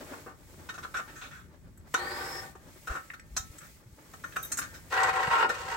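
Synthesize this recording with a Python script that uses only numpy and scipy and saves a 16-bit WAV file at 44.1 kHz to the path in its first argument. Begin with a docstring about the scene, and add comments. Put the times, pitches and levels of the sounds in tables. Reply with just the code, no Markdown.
"""Car wheel turned by hand, brake scraping

A jacked-up wheel is rocked and turned in a garage, heard up close. Loose brake parts clack, shaking
the dust shield and ringing the hub and disc. Twice the disc catches on the shield's sheet metal:
first a light drag with a rising whistle, at the end a harsh stick-slip grind.
Underneath, the pads brush the disc faintly and the turning wheel rumbles."""
import sys
import numpy as np
from scipy import signal
from scipy.fft import rfft, irfft
from scipy.io import wavfile
from scipy.ndimage import uniform_filter1d

SR = 44100
rng = np.random.default_rng(int(sys.argv[2]) if len(sys.argv) > 2 else 0)


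def generate_wav(signal):
    """Clip the signal to [-1, 1] and save it as 16-bit WAV at the path in sys.argv[1]."""
    frames = np.transpose(np.atleast_2d(signal))
    scaled = np.clip(frames, -1, 1) * 32767
    pcm = np.round(scaled).astype(np.int16)
    wavfile.write(sys.argv[1], SR, pcm)


N = 254016
T = np.arange(N) / SR

# envelope of the grind's midrange (time [s], level [dB])
GRIND_LEVEL = [(4.9, -68.5), (4.906, -46.5), (4.926, -31), (4.98, -22.5), (4.988, -27), (5.292, -30),
               (5.32, -25.5), (5.446, -22.5), (5.484, -56), (5.49, -34), (5.604, -40.5), (5.76, -34)]
# tone of the grind (frequency [Hz], gain [dB])
GRIND_EQ = [(200, -16.5), (330, -12.5), (450, -4), (560, -3.5), (690, -9.5), (900, -3.5), (1400, -3),
            (1850, -5), (2200, -4.5), (3100, -14), (4300, -12.5), (8200, -15.5), (9200, -26.5),
            (16000, -22.5)]
# the contact slides along the shield (time [s], share of the late resonances [0-1])
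GRIND_CROSSFADE = [(4.9, 0.1), (5.2, 0.16), (5.33, 0.55), (5.44, 0.9), (5.55, 0.48), (5.76, 0.4)]
# the grind bites hard or lets go (time [s], gain [dB])
GRIND_BITES = [(5.036, 5), (5.099, 5), (5.12, -13), (5.164, 3), (5.329, 5), (5.358, 1.5), (5.438, -4.5)]
# resonances of the dust shield and caliper for each kind of touch
# (frequency [Hz], width [Hz], knock lift [dB], drag lift [dB], early grind lift [dB], late lift [dB])
SHIELD_MODES = [(362.0, 14.0, 1.0, 17.0, 7.0, 5.0), (421.0, 10.0, 3.0, 10.0, 6.0, 5.0),
                (453.0, 21.0, 7.0, 16.0, 9.0, 3.0), (505.0, 28.0, 3.0, 18.0, 10.0, 4.0),
                (592.0, 12.0, 1.0, 15.0, 0.0, 0.0), (766.0, 10.0, 14.0, 23.0, 23.0, 19.0),
                (794.0, 10.0, 9.0, 23.0, 7.0, 13.0), (861.0, 25.0, 5.0, 0.0, 7.0, 10.0),
                (938.0, 13.0, 11.0, 17.0, 17.0, 23.0), (1011.0, 25.0, 8.0, 5.0, 13.0, 10.0),
                (1068.0, 26.0, 13.0, 0.0, 19.0, 10.0), (1143.0, 24.0, 0.0, 18.0, 0.0, 0.0),
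                (1190.0, 11.0, 12.0, 21.0, 8.0, 14.0), (1309.0, 12.0, 13.0, 12.0, 10.0, 23.0),
                (1354.0, 30.0, 7.0, 7.0, 13.0, 17.0), (1423.0, 18.0, 5.0, 15.0, 10.0, 21.0),
                (1501.0, 36.0, 13.0, 21.0, 15.0, 14.0), (1601.0, 36.0, 5.0, 0.0, 13.0, 9.0),
                (1702.0, 36.0, 10.0, 3.0, 0.0, 4.0), (1815.0, 36.0, 16.0, 16.0, 0.0, 5.0),
                (1851.0, 35.0, 0.0, 9.0, 17.0, 9.0), (1940.0, 35.0, 0.0, 7.0, 16.0, 0.0),
                (2106.0, 10.0, 0.0, 0.0, 0.0, 4.0), (2246.0, 36.0, 2.0, 9.0, 0.0, 4.0),
                (2511.0, 36.0, 4.0, 3.0, 7.0, 8.0), (2823.0, 29.0, 0.0, 0.0, 9.0, 18.0),
                (2630, 70, 8, 0, 0, 0), (3776.0, 36.0, 14.0, 6.0, 7.0, 6.0), (4100, 40, 9, 0, 0, 0),
                (8100, 250, 2, 3, 3, 7)]
KNOCK, DRAG, EARLY_GRIND, LATE_GRIND = range(4)
# loose parts strike
# (time [s], length [s], clack pitch [Hz], clack level [dB], bright edge [dB], edge centre [Hz])
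KNOCK_HITS = [(0.132, .012, 1190, -44, -1, 7000), (0.26, 0.055, 1146, -49, -34, 6800),
              (.689, 0.017, 1400, -37, 6.5, 4130), (0.739, 0.028, 1360, -48, 11, 5500),
              (.778, 0.016, 1280, -41.5, 4, 6500), (.827, 0.028, 1400, -44, 8.5, 4640),
              (0.847, 0.0076, 1270, -37, -16, 4500), (0.94, 0.033, 1440, -33.5, -1.5, 6960),
              (0.964, .026, 1530, -36.5, 5, 6000), (0.987, .022, 1390, -36, -7.5, 7000),
              (1.075, 0.055, 1610, -54, 9, 3500), (1.156, 0.072, 1580, -51.5, 10.5, 6900),
              (1.212, 0.063, 1315, -46, 12, 3580), (1.308, 0.094, 1540, -50.5, 4, 3460),
              (1.774, 0.0058, 1460, -61.5, 27.5, 11800), (1.94, .0063, 1330, -25, 9.5, 7500),
              (1.946, 0.0093, 1500, -24, -5, 10000), (2.551, 0.013, 1120, -51, 2, 7000),
              (2.871, 0.017, 1390, -35.5, 7, 11000), (2.895, 0.08, 1287, -40.5, 0.5, 6100),
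              (2.951, 0.026, 1400, -35.5, -5.5, 4000), (3.1006, 0.0038, 1950, -36, -23, 7600),
              (3.135, .012, 1630, -43.5, 3.5, 9050), (3.196, 0.0017, 2020, -46.5, 10.5, 7400),
              (3.365, 0.012, 1340, -34, 22, 6540), (3.582, 0.0075, 1860, -52, 22, 8500),
              (3.605, 0.059, 1580, -54.5, 0, 4000), (4.134, 0.0092, 1300, -47, 13.5, 8000),
              (4.238, 0.011, 1450, -34.5, -0.5, 6200), (4.32, 0.019, 1640, -50, 10, 3500),
              (4.358, 0.013, 1530, -35.5, 3, 6000), (4.363, 0.0089, 1430, -30, 8, 13200),
              (4.427, 0.0089, 1460, -51, 39, 13000), (4.446, .016, 1400, -50, 36, 13500),
              (4.517, 0.015, 1680, -39, 26, 8100), (4.571, .016, 1670, -41, 25.5, 8600),
              (4.585, 0.011, 1410, -31, 17.5, 10200), (4.612, 0.035, 1590, -40, 9.5, 6050),
              (4.738, 0.034, 1660, -51, 14.5, 6070), (5.032, 0.0047, 1700, -35, 17.5, 6440),
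              (5.491, 0.017, 1360, -28, 2.5, 5670)]
# tone of a knock (frequency [Hz], gain [dB])
KNOCK_EQ = [(200, -6.5), (450, -6), (700, -5.5), (900, -10), (1400, 4), (1850, -5.5), (2200, -4),
            (3100, -11), (4800, -17.5), (6000, -13), (8200, -16), (9200, -26), (14500, -20.5), (17000, -52)]
# free ring of the hub (frequency [Hz], gain [dB], t60 [s])
HUB_MODES = [(770, -22.5, 0.23), (1314, -24.5, 0.82), (1380, -33.5, 0.4), (1600, -18, 0.44),
             (1810, -21.5, 1)]
# free ring of the brake disc (frequency [Hz], gain [dB], t60 [s])
DISC_MODES = [(3187, -13, .15), (3783, 0, .15), (5647, -13, .25), (6250, -4, .36), (10130, -13, .11),
              (11465, -6, .09), (12735, -7, .17), (13150, -11, .1), (13810, -10, .12), (14100, -4, .11),
              (14710, -8, .11), (15480, -5, .09)]
# hard blows that reach the disc (time [s], gain [dB], pitch the striking point favours [Hz])
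DISC_HITS = [(.692, -44, 3800), (1.946, -37, 3800), (3.372, -37, 3800), (3.374, -41, 13000),
             (4.241, -53, 6200), (4.364, -43, 6200), (4.43, -40, 3800), (4.432, -46, 6200),
             (4.431, -39, 14000), (4.52, -46, 12700), (4.587, -39, 12700), (4.745, -55, 14000)]
# tone of the light drag (frequency [Hz], gain [dB])
DRAG_EQ = [(180, -18), (330, -2), (450, -7.5), (690, -9.5), (900, -0.5), (1400, -7), (1850, -0.5),
           (2200, -4.5), (3100, -13), (4300, -7.5), (6300, -33), (8100, -11.5), (9200, -23), (16000, -33)]
# the hand swings the wheel (start [s], fastest [s], end [s], pad hiss [dB], pad murmur [dB])
WHEEL_SWINGS = [(-.3, 0.06, 0.35, -54, -50), (0.29, 0.68, 1.37, -58.5, -58), (.9, 1.16, 1.5, -59.5, -64),
                (1.853, 2.28, 2.55, -48.5, -53), (2.516, 2.924, 3.22, -57.5, -61.5),
                (3.205, 3.637, 3.844, -57, -70), (3.79, 4.59, 5.01, -55.5, -58), (4.848, 5.12, 5, -51, -66)]
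# tone of the pads' hiss (frequency [Hz], gain [dB])
HISS_EQ = [(1180, -44.5), (2000, 3.5), (2180, 2.5), (2740, -4.5), (4230, -4.5), (6530, -2.5), (7910, -0.5),
           (9330, -6), (14900, -6), (16000, -1.5)]
# tone of the pads' murmur (frequency [Hz], gain [dB])
MURMUR_EQ = [(160, -18), (280, 9), (392, 1), (603, -1.5), (801, -9.5), (1180, -5.5), (2060, -14),
             (3670, -16.5), (4080, -16), (7000, -21.5), (9100, -68), (15400, -120)]
# envelope of the rolling wheel (time [s], relative level [dB])
RUMBLE_LEVEL = [(0.0, -57.5), (2.44, -54.5), (2.97, -60), (3.42, -54.5), (3.85, -62.5), (4.46, -54.5),
                (5.65, -55), (5.76, -51)]
# tone of the rolling wheel (frequency [Hz], gain [dB])
RUMBLE_EQ = [(12, -44), (20, -22), (40, -3), (65, -1), (87, 0.5), (124, -5), (160, -3), (206, -9.5),
             (302, -15), (420, -18), (550, -67), (920, -120)]
# low thumps: the wheel rocks on its bearing, and the last two come as the grind catches (time [s], pitch [Hz],
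# envelope peak [dB], half-length [s])
LOW_THUMPS = [(2.912, 52.5, -27.5, 0.01), (3.333, 54.3, -39, 0.023), (3.404, 56, -33.5, 0.0061),
              (3.506, 74, -38, 0.0048), (3.873, 112, -47, 0.016), (3.932, 73.5, -41.5, 0.0043),
              (5.051, 118, -48, 0.026), (5.282, 146, -31.5, 0.0044)]
# likeness of left and right (frequency [Hz], correlation [0-1])
STEREO_LIKENESS = [(40, 0.82), (130, 0.86), (280, 0.89), (550, 0.88), (800, 0.51), (1200, 0.089),
                   (2000, 0.1), (16000, 0.06)]


def grind(judder_db=2.5, bite_s=0.0053, stall_at_s=5.474, stall_s=0.037):
    """The disc sticks and slips under load, shaking the shield in surges as the contact point moves."""
    mid_db = curve(GRIND_LEVEL)
    drive_db = mid_db + 30
    # the wheel all but stalls once: the groan swells and the grit drops back
    stall = np.exp(-((T - stall_at_s) / stall_s) ** 2)
    groan_db = -46 + 0.46 * drive_db + 15 * stall
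    grit_db = -45.5 + 0.19 * drive_db - 7 * stall
    bite_db = sum(db * np.exp(-((T - s) / bite_s) ** 2) for s, db in GRIND_BITES)
    force = undb(bite_db + judder_db * wander(220)) * during(GRIND_LEVEL)
    fine, coarse = slips(N, spread_db=1), slips(N, spread_db=2.5)
    layers = (200, 590, groan_db, fine), (630, 3900, mid_db, fine), (2770, 15700, grit_db, coarse)
    late = np.clip(curve(GRIND_CROSSFADE), 0, 1)
    out = 0
    for touch, share in ((EARLY_GRIND, 1 - late), (LATE_GRIND, late)):
        shield = shield_body(GRIND_EQ, touch, steel_modes())
        for lo_hz, hi_hz, db, grains in layers:
            part = band(shield, lo_hz, hi_hz)
            out = out + through(grains * force * share * undb(db), part / np.linalg.norm(part))
    return out


def knocks(rise_s=0.0019, tail_db=-20, tail_s=0.0075, clack_width_hz=260, clack_lift_db=12):
    """Each knock is a short metal-on-metal chatter that shakes the shield and leaves the hub ringing."""
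    out, t = np.zeros((1, N)), np.arange(12288) / SR
    for s, length, hz, db, edge_db, edge_hz in KNOCK_HITS:
        tail = undb(tail_db) * np.exp(-t / min(tail_s, 2 * length))
        force = (1 - np.exp(-t / rise_s)) * (np.exp(-(t / length) ** 2) + tail)
        modes = [(hz, clack_width_hz, clack_lift_db), *steel_modes(count=20, max_lift_db=14)]
        shield = shield_body(knock_tone(hz, edge_db, edge_hz), KNOCK, modes)
        chatter = through(slips(len(t), spread_db=-1.5) * force, shield)
        # the clack band sets the level; thud and edge ride on top
        clack_share = np.linalg.norm(band(shield, 1000, 2800, order=3)) / np.linalg.norm(shield)
        clack_rms = clack_share * np.std(chatter[:, t < length + .001])
        add(out, s, chatter * undb(db) / clack_rms)
        # harder contact rings the hub more, up to a limit, most near the clack's pitch
        hub_db = db + 0.77 * min(edge_db, -0.5)
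        hub = ring(HUB_MODES, t, build_s=length, favoured_hz=hz, log_width=.1, floor=.3)
        add(out, s, np.sqrt(length / 0.0058) * undb(hub_db) * hub)
    return out


def knock_tone(clack_hz, edge_db, edge_hz, neutral_hz=1415, thud_below_hz=1020):
    """EQ of one knock: a heavier part clacks deeper with more thud; hard contact adds a bright edge."""
    hz = np.geomspace(200, 17000, 60)
    thud = 46.5 * np.log2(neutral_hz / clack_hz) / (1 + (hz / thud_below_hz) ** 8)
    width_octaves = np.where(hz < edge_hz, 1, 1.24)
    edge = edge_db * np.exp(-(np.log2(hz / edge_hz) / width_octaves) ** 2)
    return list(zip(hz, on_log_axis(KNOCK_EQ, hz) + thud + edge))


def disc_ring():
    """The disc rings on after hard blows, mostly in the modes the striking point favours."""
    out, t = np.zeros((1, N)), np.arange(16384) / SR
    for s, db, hz in DISC_HITS:
        add(out, s, undb(db) * ring(DISC_MODES, t, build_s=0.0054, favoured_hz=hz, log_width=.3, floor=.1))
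    return out


def drag(start_s=1.945, fade_at_s=2.316, end_s=2.47, sag_db_per_s=4.5, fade_db_per_s=59):
    """The disc slides along the shield's edge: quick attack, sagging hold, a fade as it comes free."""
    db = -37 - sag_db_per_s * (T - start_s) - fade_db_per_s * np.maximum(T - fade_at_s, 0)
    force = undb(db + 1.2 * wander(90)) * gate(start_s, end_s, attack_s=0.0088, release_s=.03)
    shield = shield_body(DRAG_EQ, DRAG, steel_modes())
    return through(slips(N, spread_db=2.5) * force, shield / np.linalg.norm(shield))


def whistle(start_s=1.96, end_s=2.398, from_hz=3950, to_hz=5430, climb_s=0.17, swell_db_per_s=12.5):
    """A narrow, breathy friction resonance climbs and levels off during the drag."""
    hz = to_hz + (from_hz - to_hz) * np.exp(-np.maximum(T - start_s, 0) / climb_s)
    flutter = signal.sosfilt(signal.butter(2, 190, fs=SR, output="sos"), slips(N) + 1j * slips(N))
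    tone = (flutter * np.exp(2j * np.pi * np.cumsum(hz) / SR)).real
    db = -52 + swell_db_per_s * (T - start_s) + 1.5 * wander(26.7)
    return unit(tone) * undb(db) * gate(start_s, end_s, attack_s=.004, release_s=0.014)


def pad_rub(hiss_trim_db=2, murmur_waver_db=2.85):
    """The pads brush the disc: a fine hiss and a grainy murmur that swell with the wheel's speed."""
    hiss_gain, murmur_gain = undb(-71), undb(-64.5)  # the bed between swings
    for start, fastest, end, hiss_db, murmur_db in WHEEL_SWINGS:
        speed = np.sin(np.pi / 2 * np.interp(T, [start, fastest, end], [0, 1, 0])) ** 0.85
        hiss_gain = np.hypot(hiss_gain, undb(hiss_db) * speed)
        murmur_gain = np.hypot(murmur_gain, undb(murmur_db) * speed)
    hiss = unit(through(slips(N, spread_db=2), body(HISS_EQ)))
    murmur_body = body(MURMUR_EQ, [(580, 95, 4.8), (875, 71, 11.3), (1150, 43, 4.3), (1685, 530, 7.7)])
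    murmur = unit(through(slips(N, spread_db=2), murmur_body))
    waver = undb(murmur_waver_db * wander(45))
    return hiss * hiss_gain * undb(hiss_trim_db) + murmur * murmur_gain * waver


def wheel_rumble(trim_db=2, waver_db=1.42):
    """The wheel's low roll, partly different left and right, with soft thumps as it rocks and as the grind
    catches."""
    push = slips(N) + .8 * rng.standard_normal((2, N))
    roll = unit(through(push, body(RUMBLE_EQ)))
    roll_db = curve(RUMBLE_LEVEL) + trim_db + waver_db * wander(14)
    thumps = sum(undb(db) * np.sin(2 * np.pi * hz * (T - s)) * np.exp(-((T - s) / length) ** 2)
                 for s, hz, db, length in LOW_THUMPS)
    return roll * undb(roll_db) + thumps


def garage(x, t60_s=.2, wet_db=-11, predelay_s=.006):
    """Short, diffuse echo off the walls, different on each side."""
    t = np.arange(22050) / SR
    noise = band(rng.standard_normal((2, len(t))), 340, 13900, order=1)
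    tail = noise * undb(-60 * t / t60_s) * (t > predelay_s)
    return undb(wet_db) * through(x, tail / np.linalg.norm(tail[0]))


def stereo_spread(x, smear_s=.009, step_hz=70):
    """Sound reaches left and right by different paths: centred lows, unrelated phases higher up."""
    hz = np.fft.rfftfreq(2 * N, 1 / SR)
    knots = np.arange(0, SR, step_hz)
    lag = np.interp(hz, knots, smear_s * rng.random(len(knots)))
    likeness = np.clip(on_log_axis(STEREO_LIKENESS, hz), -1, 1)
    spectrum = rfft(x, 2 * N)
    mid = spectrum * np.sqrt((1 + likeness) / 2)
    side = spectrum * np.sqrt((1 - likeness) / 2) * np.exp(-2j * np.pi * np.cumsum(lag) * hz[1])
    return irfft(np.array([mid + side, mid - side]))[:, :N]


def shield_body(eq, touch, extra_modes):
    """The shield's impulse response to one kind of touch."""
    hz, width, *lifts = np.transpose(SHIELD_MODES)
    return body(eq, [*zip(hz, width, lifts[touch]), *extra_modes])


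def steel_modes(count=40, width_hz=28, max_lift_db=9):
    """Crowded upper modes of thin steel: every contact point wakes another set."""
    return [(2300 + 7000 * place, width_hz, max_lift_db * lift) for place, lift in rng.random((count, 2))]


def body(eq, modes=(), size=16384):
    """Impulse response of a broad EQ with resonant peaks (frequency [Hz], width [Hz], lift [dB])."""
    hz = np.fft.rfftfreq(size, 1 / SR)
    peaks = 1 + sum(max(undb(db) ** 2 - 1, 0) / (1 + (2 * (hz - f) / w) ** 2) for f, w, db in modes)
    low_cut = hz ** 2 / (hz ** 2 + (eq[0][0] / 2) ** 2) + 1e-4
    cepstrum = irfft(np.log(undb(on_log_axis(eq, hz)) * np.sqrt(peaks) * low_cut))
    # minimum phase: nothing rings ahead of the hit
    cepstrum[1:size // 2] *= 2
    cepstrum[size // 2 + 1:] = 0
    return irfft(np.exp(rfft(cepstrum)))[:size // 2]


def ring(modes, t, build_s, favoured_hz, log_width, floor):
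    """Modes build up during a contact and then fade; those near favoured_hz are driven hardest."""
    hz, db, t60 = np.transpose(modes)[:, :, None]
    weight = floor + np.exp(-(np.log(hz.T / favoured_hz) / log_width) ** 2)
    strike = weight * np.exp(2j * np.pi * rng.random((1, len(modes))))
    partials = undb(db) * np.exp((2j * np.pi * hz - np.log(1000) / t60) * t)
    return (strike @ partials).imag * np.minimum(t / build_s, 1)


def slips(size, spread_db=0):
    """Mono friction noise: dense micro-slips whose strength varies by spread_db."""
    strength = np.repeat(undb(spread_db * rng.standard_normal(size // 32 + 1)), 32)[:size]
    return unit(rng.standard_normal((1, size)) * strength)


def wander(rate_hz):
    """Smooth random modulation at rms 1."""
    step = int(SR / rate_hz)
    return unit(uniform_filter1d(np.repeat(rng.standard_normal(N // step + 1), step), step)[:N])


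def gate(start_s, end_s, attack_s, release_s):
    """Rise from start_s, hold, and die away from end_s."""
    attack = 1 - np.exp(-np.maximum(T - start_s, 0) / attack_s)
    return attack * np.exp(-np.maximum(T - end_s, 0) / release_s)


def during(rows):
    """Soft-edged gate, open over a table's time span plus 30 ms."""
    return uniform_filter1d(1. * ((T >= rows[0][0]) & (T <= rows[-1][0] + .03)), 200)


def curve(points):
    """Join (time [s], value) points into an envelope."""
    return np.interp(T, *np.transpose(points))


def on_log_axis(points, hz):
    """Join (frequency [Hz], value) points on a log-frequency axis."""
    f, value = np.transpose(points)
    return np.interp(np.log(hz + 1), np.log(f), value)


def through(x, response):
    """Play a signal through an impulse response."""
    return signal.fftconvolve(x, np.atleast_2d(response), axes=1)[:, :x.shape[1]]


def band(x, lo_hz, hi_hz, order=4):
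    """Band-pass."""
    return signal.sosfilt(signal.butter(order, [lo_hz, hi_hz], "band", fs=SR, output="sos"), x + 1e-18)


def add(out, s, x):
    """Mix a sound in at time s."""
    i = max(int(s * SR), 0)
    out[:, i:i + x.shape[1]] += x[:, :N - i]


def undb(db):
    """Decibels to gain."""
    return 10 ** (np.asarray(db) / 20)


def unit(x):
    """Scale to rms 1."""
    return x / np.sqrt(np.mean(x ** 2))


def scene(left_bias_db=1.5):
    """The brake, its echo and the rumble, panned just left of centre."""
    mono = knocks() + disc_ring() + pad_rub() + drag() + whistle() + grind()
    brake = stereo_spread(mono[0])
    pan = undb([[left_bias_db / 2], [-left_bias_db / 2]])
    return (brake + garage(brake) + wheel_rumble()) * pan


def record(dry, top_hz=16000):
    """A steep low-pass trims the very top."""
    return signal.sosfilt(signal.ellip(10, .2, 70, top_hz, fs=SR, output="sos"), dry)


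dry = scene()
out = record(dry)
generate_wav(out)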